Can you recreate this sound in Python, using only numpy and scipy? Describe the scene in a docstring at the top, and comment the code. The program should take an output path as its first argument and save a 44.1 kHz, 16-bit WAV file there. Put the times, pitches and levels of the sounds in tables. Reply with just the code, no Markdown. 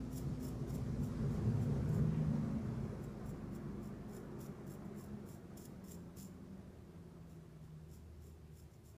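"""A straight razor rasps through lathered stubble in short strokes, in a small shop.
Hair snaps are random impulses that excite the thin blade's damped modes; a low ceiling reflects them.
Outside, a heavy vehicle passes and slows, a lighter one behind it: filtered noise swells and fades,
while tones locked to a slowing drive sink through fixed resonances. Steady faint noise lies beneath."""
import sys
import numpy as np
from scipy import signal
from scipy.fft import rfft, irfft
from scipy.io import wavfile
from scipy.ndimage import uniform_filter1d, map_coordinates

SR = 44100
rng = np.random.default_rng(int(sys.argv[2]) if len(sys.argv) > 2 else 0)


def dump_mix(stems):
    """Bounce the given channels to the path in sys.argv[1] as a 16-bit WAV at rate SR."""
    frames = np.atleast_2d(stems).T  # one column per channel
    limited = np.clip(frames, -1, 1)  # hard clip at full scale
    pcm = np.round(limited * 32767).astype(np.int16)
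    wavfile.write(sys.argv[1], SR, pcm)


N = 395577
TIME = np.arange(N) / SR  # s
HZ = np.fft.rfftfreq(N, 1 / SR)

# Pulls of the blade: (start [s], length [s], relative level [dB], stubble coarseness [dB],
# point of hardest pressure [share of the length])
STROKES = [(0.11, 0.115, -56.5, -1, 0.52), (0.4, 0.12, -58, 1, 0.36), (0.676, 0.055, -62, 1, 0.41),
           (0.723, 0.075, -62, -3, .35), (1.01, 0.096, -64.5, -2, 0.36), (1.282, 0.094, -69.5, -4, 0.64),
           (1.59, 0.075, -66.5, -5, 0.66), (1.882, 0.12, -64.5, 0, 0.64), (3.004, 0.069, -69, -4, 0.42),
           (3.245, 0.087, -67, -6, .52), (3.513, 0.077, -67, -3, 0.42), (3.811, 0.093, -67, -1, 0.46),
           (4.083, 0.13, -62, 2, 0.51), (4.388, 0.092, -60.5, 0, 0.41), (4.665, 0.1, -61.5, -7, 0.55),
           (4.84, 0.034, -73, -5, .4), (4.948, 0.14, -64.5, -2, 0.3), (5.255, 0.125, -62, -5, 0.35),
           (5.564, 0.12, -61.5, 1, 0.47), (5.846, 0.122, -59, -2, 0.52), (6.161, 0.13, -58.5, 0.5, 0.26),
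           (7.269, 0.12, -75, 1, 0.36), (7.615, 0.067, -77.5, 1, 0.47), (7.884, 0.12, -68, 0.5, 0.52),
           (8.202, 0.16, -71, -2, 0.28), (8.51, 0.15, -70, 0.5, .55), (8.699, 0.084, -77, 5.5, .4),
           (8.837, 0.105, -68, -2, .4)]
# Brief changes in the scrape's strength: (time [s], change [dB])
SCRAPE_ACCENTS = [(.181, 5), (.755, 3), (1.045, 3), (1.637, 4), (1.892, 7), (3.043, 5), (3.264, 7),
                  (3.3, 6), (3.56, 5), (4.41, 4), (4.464, 8), (4.671, 9), (4.716, 2), (5.042, 9),
                  (5.061, 4), (5.575, 11.5), (5.588, 6), (5.655, 12), (5.842, 13), (5.945, 4), (6.171, 5),
                  (6.199, -2), (7.905, 0), (8.245, 3), (8.6, 3), (8.87, 0)]
# Spectrum of the hair snaps: (frequency [Hz], relative level [dB])
SNAP_SPECTRUM = [(800, -14), (2200, -11.5), (3300, -3.5), (4400, -12.5), (5500, -4.5), (7000, 1),
                 (8500, -4), (10000, 2.5), (11000, -0.5), (13000, 4), (14000, -1.5), (15200, 3.5)]
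# Modes of the blade: (frequency [Hz], width [Hz], relative level [dB], share of the grip level followed)
BLADE_MODES = [(5340, 180, 10.5, 0), (5630, 260, 10.5, 0), (6280, 230, 2, 0), (7030, 330, 8, .7),
               (7320, 175, 15, 1), (9700, 350, -6, 0), (10200, 250, 2.5, 0)]
# Level of the blade's strongest ring as the grip changes: (time [s], level [dB])
GRIP_LEVEL = [(0.5, 0.5), (1.9, 4.5), (3.1, -1.5), (4.7, -3), (5.5, 0.5), (6.2, 2.5), (8, 3.5)]
# Delay of the ceiling reflection as the head moves: (time [s], delay [s])
CEILING_DELAY = [(0.17, .002438), (.75, .002415), (1.94, .002405), (3.3, .00245), (5.0, .002443),
                 (6.2, .002417)]

# Spectrum of the heavy body's rumble: (frequency [Hz], relative level [dB])
RUMBLE_SPECTRUM = [(20.0, -29), (35.0, -15), (55.0, -9), (85.0, -4.5), (110.0, -6.5), (150.0, 2.5),
                   (175.0, -10), (220.0, -2.7), (300.0, -22), (450.0, -21.5), (800.0, -66.5)]
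# The rumble briefly surges and dips: (time [s], change [dB])
RUMBLE_SWELLS = [(.12, 2), (.29, 7), (.39, 1.5), (.66, 2), (.82, 3), (.95, 5.5), (1.04, 4), (1.13, -3),
                 (1.24, 5.5), (1.36, 1.5), (1.5, 4.5), (1.585, 4.5), (1.64, -3.5), (1.7, 6.5), (1.8, 3.5),
                 (1.92, 5.5), (2.01, 7), (2.31, 5.5), (2.38, -4), (2.72, 4.5), (2.79, 6.5), (3.18, -19),
                 (3.26, 5), (3.69, 4), (3.78, 3), (4.72, 3)]
# Spectrum of the road roar: (frequency [Hz], relative level [dB])
ROAR_SPECTRUM = [(60.0, -25), (125.0, -6.5), (170.0, -0.5), (210.0, -3.5), (260.0, -6.5), (305.0, -10),
                 (360.0, -4), (460.0, -16), (540.0, -12), (700.0, -16.5), (860.0, -20.5), (1120.0, -20),
                 (1550.0, -25.5), (2350.0, -32.5), (3000.0, -43), (6000, -57)]
# Level of the road roar over both passings: (time [s], relative level [dB])
ROAR_LEVEL = [(0.0, -12), (0.6, -10.5), (1.0, -9), (1.35, -6.5), (2.1, -5.5), (2.6, -6.5), (3.1, -9.5),
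              (3.7, -10.5), (4.3, -10.5), (4.9, -12), (5.5, -14.5), (6.3, -18), (7.2, -20.5), (8.1, -25.5),
              (8.97, -30)]
# Colour of the heavy vehicle's roar: (frequency [Hz], width [Hz], gain [dB])
HEAVY_COLOUR = [(506, 99, 2.5), (1140, 600, 1.1)]
# Colour of the lighter vehicle's roar: (frequency [Hz], width [Hz], gain [dB])
LIGHT_COLOUR = [(365, 45, 2), (515, 70, -1.8), (720, 160, 0.56), (1350, 400, 0.78)]
# Spectrum of the wheel hiss: (frequency [Hz], relative level [dB])
HISS_SPECTRUM = [(1000, -1), (2500, 1.5), (4000, 3), (5300, 4), (7000, 1.5), (9000, -4), (11500, -6),
                 (13500, -20), (15000, -28)]
# Level of the wheel hiss: (time [s], relative level [dB])
HISS_LEVEL = [(0, -2), (.6, -2), (1.3, 0.5), (2.2, -1.2), (2.8, -3.5), (3.4, -8.5), (4.5, -10), (6.5, -13),
              (8.97, -21.5)]
# Low resonances of the shop: (frequency [Hz], width [Hz], gain [dB])
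SHOP_MODES = [(70.6, 11, 7), (121, 17, 8), (140.4, 11, 2.5), (205, 19, 3), (341.6, 17, 4), (411, 19, 6.5),
              (468.3, 24, 8)]

# Speed of the heavy vehicle's drive, falling unevenly: (time [s], speed [turns/s])
DRIVE_SPEED = [(0, 58), (1, 55.8), (2, 51.8), (2.5, 51.3), (3.2, 48.5), (3.8, 49.7), (4.5, 46.9),
               (5.3, 46.1), (5.9, 43.2), (6.5, 42.9), (7, 41.7), (7.7, 39), (8.4, 39.2), (8.97, 36.9)]
# Load on the drive: (time [s], relative load [dB])
DRIVE_LOAD = [(0.0, 1), (0.9, -1), (1.5, -5.5), (2.1, 1), (2.5, 9), (2.9, -5), (3.7, 2), (4.2, -3.5),
              (4.7, -0.5), (5.0, -2), (5.3, -0.5), (6.35, 1.5), (6.75, -9.5), (7.05, 1.5), (7.7, -3),
              (8.1, -16.5), (8.97, -7)]
# Tones of the drive: (order [cycles/turn], relative level [dB], level gained per load [dB/dB])
DRIVE_ORDERS = [(1.0, -63.5, 0.3), (1.5, -72, 0), (2.0, -61.5, -0.55), (3.0, -66.5, 0.1),
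                (4.0, -57.5, 1.26), (5.4, -65.5, 0.8), (6.0, -66.5, -0.0)]
# Resonances that boom as a drive tone slides through: (frequency [Hz], width [Hz], gain [dB])
DRIVE_BOOMS = [(49, 2, 5.5), (59.3, 10.6, 14.5), (80.9, 7.8, 9.5), (90.8, 2.3, 6), (107, 7.5, 15.5),
               (140.6, 4.8, 10.5), (155.18, 3.9, 19), (159.5, 10.7, 8.5), (170.6, 8.8, 7.5), (193, 16, 8),
               (240, 12, 8), (257.6, 13.8, 13)]
# Level of the gear's hum: (time [s], level [dB])
GEAR_LEVEL = [(0, -44), (.3, -50), (.9, -55), (1.5, -51.5), (2.05, -49.5), (2.25, -43), (2.55, -43),
              (2.9, -58), (3.4, -59), (3.75, -51), (4.2, -58), (4.8, -57.5), (5.1, -55.5), (5.5, -60.5),
              (6.0, -56), (6.3, -56), (6.7, -59.5), (7.0, -66.5), (8.97, -76)]

# Spectrum of the room's still air and the microphone's hiss: (frequency [Hz], relative level [dB])
FLOOR_SPECTRUM = [(20.0, -29), (70.0, 0.5), (150.0, -2), (250.0, -18.5), (345.0, -8), (500.0, -20.5),
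                  (600, -19.5), (750.0, -24), (1050.0, -26), (1500.0, -30.5), (3000.0, -34.5),
                  (6000, -38.5), (10000, -40.5), (15000, -43.5)]

TOUCH_S = 0.008  # rise to the first bite, and fall on leaving the skin
BITE, HOLD, LEAVE = 0.21, 0.04, 0.08  # shares of full force, of stroke length, of full force
ACCENT_S, RUMBLE_SWELL_S = 0.0057, 0.046  # spread of each brief change
COARSE_BELOW_HZ = 7200  # modes below this respond to coarse hair
ABREAST_S = 1.945  # the heavy vehicle is abreast of the shop
HANDOVER_S, HANDOVER_WIDTH_S = 2.99, 0.44  # the lighter vehicle's roar takes over
GEAR_ORDER = 4.46  # cycles per turn of the drive
SWISH_AT_S, SWISH_S, SWISH_DB = 2.16, 0.07, -66.5
SWISH_HZ, SWISH_WIDTH_HZ = 1980, 1700  # centre, and offset at which the band is 12 dB down
FLOOR_DB = -61
EDGE_HZ = 15330


def razor(hairs_per_s=1900, size_spread_db=4, clump_db=2.0, clump_hz=150, slide_db=-6,
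          level_db=-3.5, free_ring=0.46, stiffen_hz_per_db=15):
    """Impulsive excitation of damped modes: clumped hair snaps and sliding noise ring the blade."""
    strength, coarse_db = pressure()
    sizes = gain_of(size_spread_db * np.minimum(rng.exponential(1, N), 3))
    sizes *= rng.choice([-1, 1], N)
    snaps = evened(sizes * (rng.random(N) < hairs_per_s / SR))
    slide = gain_of(slide_db) * rng.standard_normal(N)
    clumps = gain_of(clump_db * drift(clump_hz))
    force = strength * evened((snaps + slide) * clumps)
    coarse_force = force * gain_of(coarse_db)
    fine_force = force * gain_of(-free_ring * coarse_db)  # fine hair damps the upper modes less
    sound = irfft(rfft(force) * gain_of(read(SNAP_SPECTRUM, HZ)), N)

    # a lightly loaded blade rings higher
    shift_hz = -stiffen_hz_per_db * coarse_db + 25 * drift(2.4)
    turn = np.exp(2j * np.pi * np.cumsum(shift_hz) / SR)
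    grip_db = follow(GRIP_LEVEL)
    for hz, width, db, share in BLADE_MODES:
        decay = np.exp(-np.pi * width / SR)
        pole = decay * np.exp(2j * np.pi * hz / SR)
        push = coarse_force if hz < COARSE_BELOW_HZ else fine_force
        # filter in the shifted frame, then turn back
        ring = (turn * signal.lfilter([1 - decay], [1, -pole], push / turn + 1e-18)).real
        # a mode answers more or less as the cut moves along the edge
        contact_db = 1.7 * drift(40) + 1.0 * drift(3)
        sound += 2 * gain_of(db - 7.5 + contact_db + share * grip_db) * ring
    return gain_of(level_db) * sound


def pressure():
    """Contact force: each pull bites, presses harder and lifts; also gives the hair's coarseness."""
    strength = np.zeros(N)
    for start, length, db, _, full_at in STROKES:
        corners = start + np.array([-TOUCH_S, 0, full_at * length, (full_at + HOLD) * length,
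                                    length, length + TOUCH_S])
        strength += gain_of(db) * np.interp(TIME, corners, [0, BITE, 1, 1, LEAVE, 0])
    start, length, _, stroke_coarse_db, _ = np.transpose(STROKES)
    coarse_db = np.interp(TIME, start + length / 2, stroke_coarse_db)
    return strength * gain_of(swells(SCRAPE_ACCENTS, ACCENT_S)), coarse_db


def shop(x, ceiling_gain=0.48, early_gain=0.2, tail_db=-10, t60_s=0.42):
    """Image sources and diffuse decay: a moving ceiling reflection, four early ones, a short tail."""
    t = np.arange(SR // 2) / SR
    tail = rng.standard_normal(len(t)) * gain_of(-60 * t / t60_s) * (t > .005)
    response = gain_of(tail_db) * tail / np.linalg.norm(tail)
    response[0] = 1  # direct sound
    response[rng.integers(SR // 300, SR // 100, size=4)] += early_gain  # walls and shelves
    ceiling = map_coordinates(x, [(TIME - follow(CEILING_DELAY)) * SR], order=5)
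    return signal.fftconvolve(x, response)[:N] + ceiling_gain * ceiling


def rush(rumble_db=-41.0, roar_db=-41.0, hiss_db=-69.0, gust_db=0.57, gust_hz=12,
         judder_db=1.5, judder_hz=22):
    """Broadband radiation of passing vehicles: body rumble, two road roars in turn, and wheel hiss."""
    room_db = peaks(SHOP_MODES, HZ)  # standing waves of the shop
    rumble = steadied(noise(read(RUMBLE_SPECTRUM, HZ) + room_db)) * gain_of(rumble_db)
    rumble *= passing(near_s=1.0, falloff=1.77, lead_s=0.36)
    rumble *= gain_of(swells(RUMBLE_SWELLS, RUMBLE_SWELL_S) + judder_db * drift(judder_hz))

    roar_spectrum = read(ROAR_SPECTRUM, HZ) + room_db
    heavy = noise(roar_spectrum + peaks(HEAVY_COLOUR, HZ))
    light = noise(roar_spectrum + peaks(LIGHT_COLOUR, HZ))
    behind = .5 + .5 * np.tanh((TIME - HANDOVER_S) / HANDOVER_WIDTH_S)
    roar = np.sqrt(1 - behind) * heavy + np.sqrt(behind) * light  # equal-power crossfade
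    roar *= gain_of(roar_db + follow(ROAR_LEVEL))

    hiss = noise(read(HISS_SPECTRUM, HZ)) * gain_of(hiss_db + follow(HISS_LEVEL))
    road = mottled(street_bounce(roar + hiss)) * gain_of(gust_db * drift(gust_hz))
    return rumble + road


def passing(near_s, falloff, lead_s=0):
    """Distance law: gain falls as a power of range; near_s is the time to drive the road's distance."""
    return np.hypot(1, (TIME - ABREAST_S + lead_s) / near_s) ** -falloff


def street_bounce(x, share=0.12, lag_s=.0075, near_s=2.38):
    """Comb interference: a reflection across the street lags most when the vehicle is abreast."""
    lag = lag_s / np.hypot(1, (TIME - ABREAST_S) / near_s)
    bounce = map_coordinates(x, [(TIME - lag) * SR], order=3)
    return (x + share * bounce) / np.hypot(1, share)


def swish():
    """Band-limited noise under a Gaussian envelope: a brief swish just after the heavy vehicle passes."""
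    band = noise(-12 * ((HZ - SWISH_HZ) / SWISH_WIDTH_HZ) ** 2)
    return band * gain_of(SWISH_DB) * np.exp(-((TIME - SWISH_AT_S) / SWISH_S) ** 2)


def drone(level_db=0.7, waver=0.0027):
    """Order tones: multiples of drive speed vary with load and swell at resonances; a gear hums too."""
    speed, load_db = follow(DRIVE_SPEED), follow(DRIVE_LOAD)
    turns = np.cumsum(speed * (1 + waver * drift(3.83))) / SR
    engine = np.zeros(N)
    for order, db, share in DRIVE_ORDERS:
        order_db = db + share * load_db + peaks(DRIVE_BOOMS, order * speed)
        engine += gain_of(order_db) * tone(turns, order)
    gear = gain_of(follow(GEAR_LEVEL)) * tone(turns, GEAR_ORDER)
    return engine * gain_of(level_db) * passing(near_s=1.23, falloff=1.0) + gear


def tone(turns, order, scatter=.11, scatter_hz=5):
    """Multipath fading: echoes along the street make an order fade and waver, higher orders more."""
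    paths = 1 + scatter * order * (drift(scatter_hz) + 1j * drift(scatter_hz))
    return evened((paths * np.exp(2j * np.pi * (order * turns + rng.random()))).real)


def still_room():
    """Stationary background noise: the room's still air and the microphone's hiss."""
    return gain_of(FLOOR_DB) * mottled(noise(read(FLOOR_SPECTRUM, HZ)))


def mottled(x, patch_db=1.5, patch_s=0.051, patch_hz=110):
    """Time-frequency modulation: faint random patches come and go across the spectrum."""
    hz, t, z = signal.stft(x, SR, nperseg=1024, noverlap=768)
    across = np.exp(-(np.arange(-8, 9) * hz[1] / patch_hz * 2) ** 2)
    along = np.exp(-(np.arange(-20, 21) * t[1] / patch_s * 2) ** 2)
    grain = rng.standard_normal(z.shape)
    patches = evened(signal.fftconvolve(grain, np.outer(across, along), "same"))
    z = z * evened(gain_of(patch_db * patches))
    return signal.istft(z, SR, nperseg=1024, noverlap=768)[1][:N]


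def steadied(x):
    """Partial compression: divides a noise by a power of its own smoothed energy."""
    power = uniform_filter1d(uniform_filter1d(x ** 2, size=SR // 14), size=SR // 14)
    return evened(x / (power + 1e-9) ** .35)


def noise(shape_db):
    """Spectral shaping: white noise filtered to the given spectrum, at unit rms."""
    return evened(irfft(rfft(rng.standard_normal(N)) * gain_of(shape_db), N))


def drift(rate_hz):
    """Low-pass fluctuation: unit-rms random wavering, rolled off around the given rate."""
    return evened(irfft(rfft(rng.standard_normal(N)) * np.exp(-(HZ / rate_hz) ** 2), N))


def peaks(resonances, hz):
    """Resonance curves: the dB that a set of peaks adds at a frequency."""
    return sum(db / (1 + (2 * (hz - centre) / width) ** 2) for centre, width, db in resonances)


def swells(events, width_s):
    """Gaussian envelopes: the dB by which a sound briefly rises or dips around each event."""
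    return sum(db * np.exp(-((TIME - s) / width_s) ** 2) for s, db in events)


def follow(points):
    """Linear interpolation of a table over time."""
    return np.interp(TIME, *np.transpose(points))


def read(points, hz):
    """Spectral interpolation: a spectrum's dB on a log-frequency axis."""
    f, value = np.transpose(points)
    return np.interp(np.log(hz + 1), np.log(f), value)


def gain_of(db):
    """Level law: decibels to amplitude."""
    return 10 ** (np.asarray(db) / 20)


def evened(x):
    """Normalisation to unit rms."""
    return x / np.sqrt(np.mean(x ** 2) + 1e-20)


def scene():
    """Superposition: the shave in front, the traffic behind, over the still room."""
    return (shop(razor()) + rush() + swish() + drone() + still_room())[None]


def record(dry):
    """Band limiting: a soft start and stop, then a linear-phase low-pass."""
    fade = signal.windows.tukey(N, .001)
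    low_pass = signal.firwin(1023, EDGE_HZ, window=("kaiser", 9), fs=SR)
    return signal.oaconvolve(dry * fade, low_pass[None], "same")


dry = scene()
out = record(dry)
dump_mix(out)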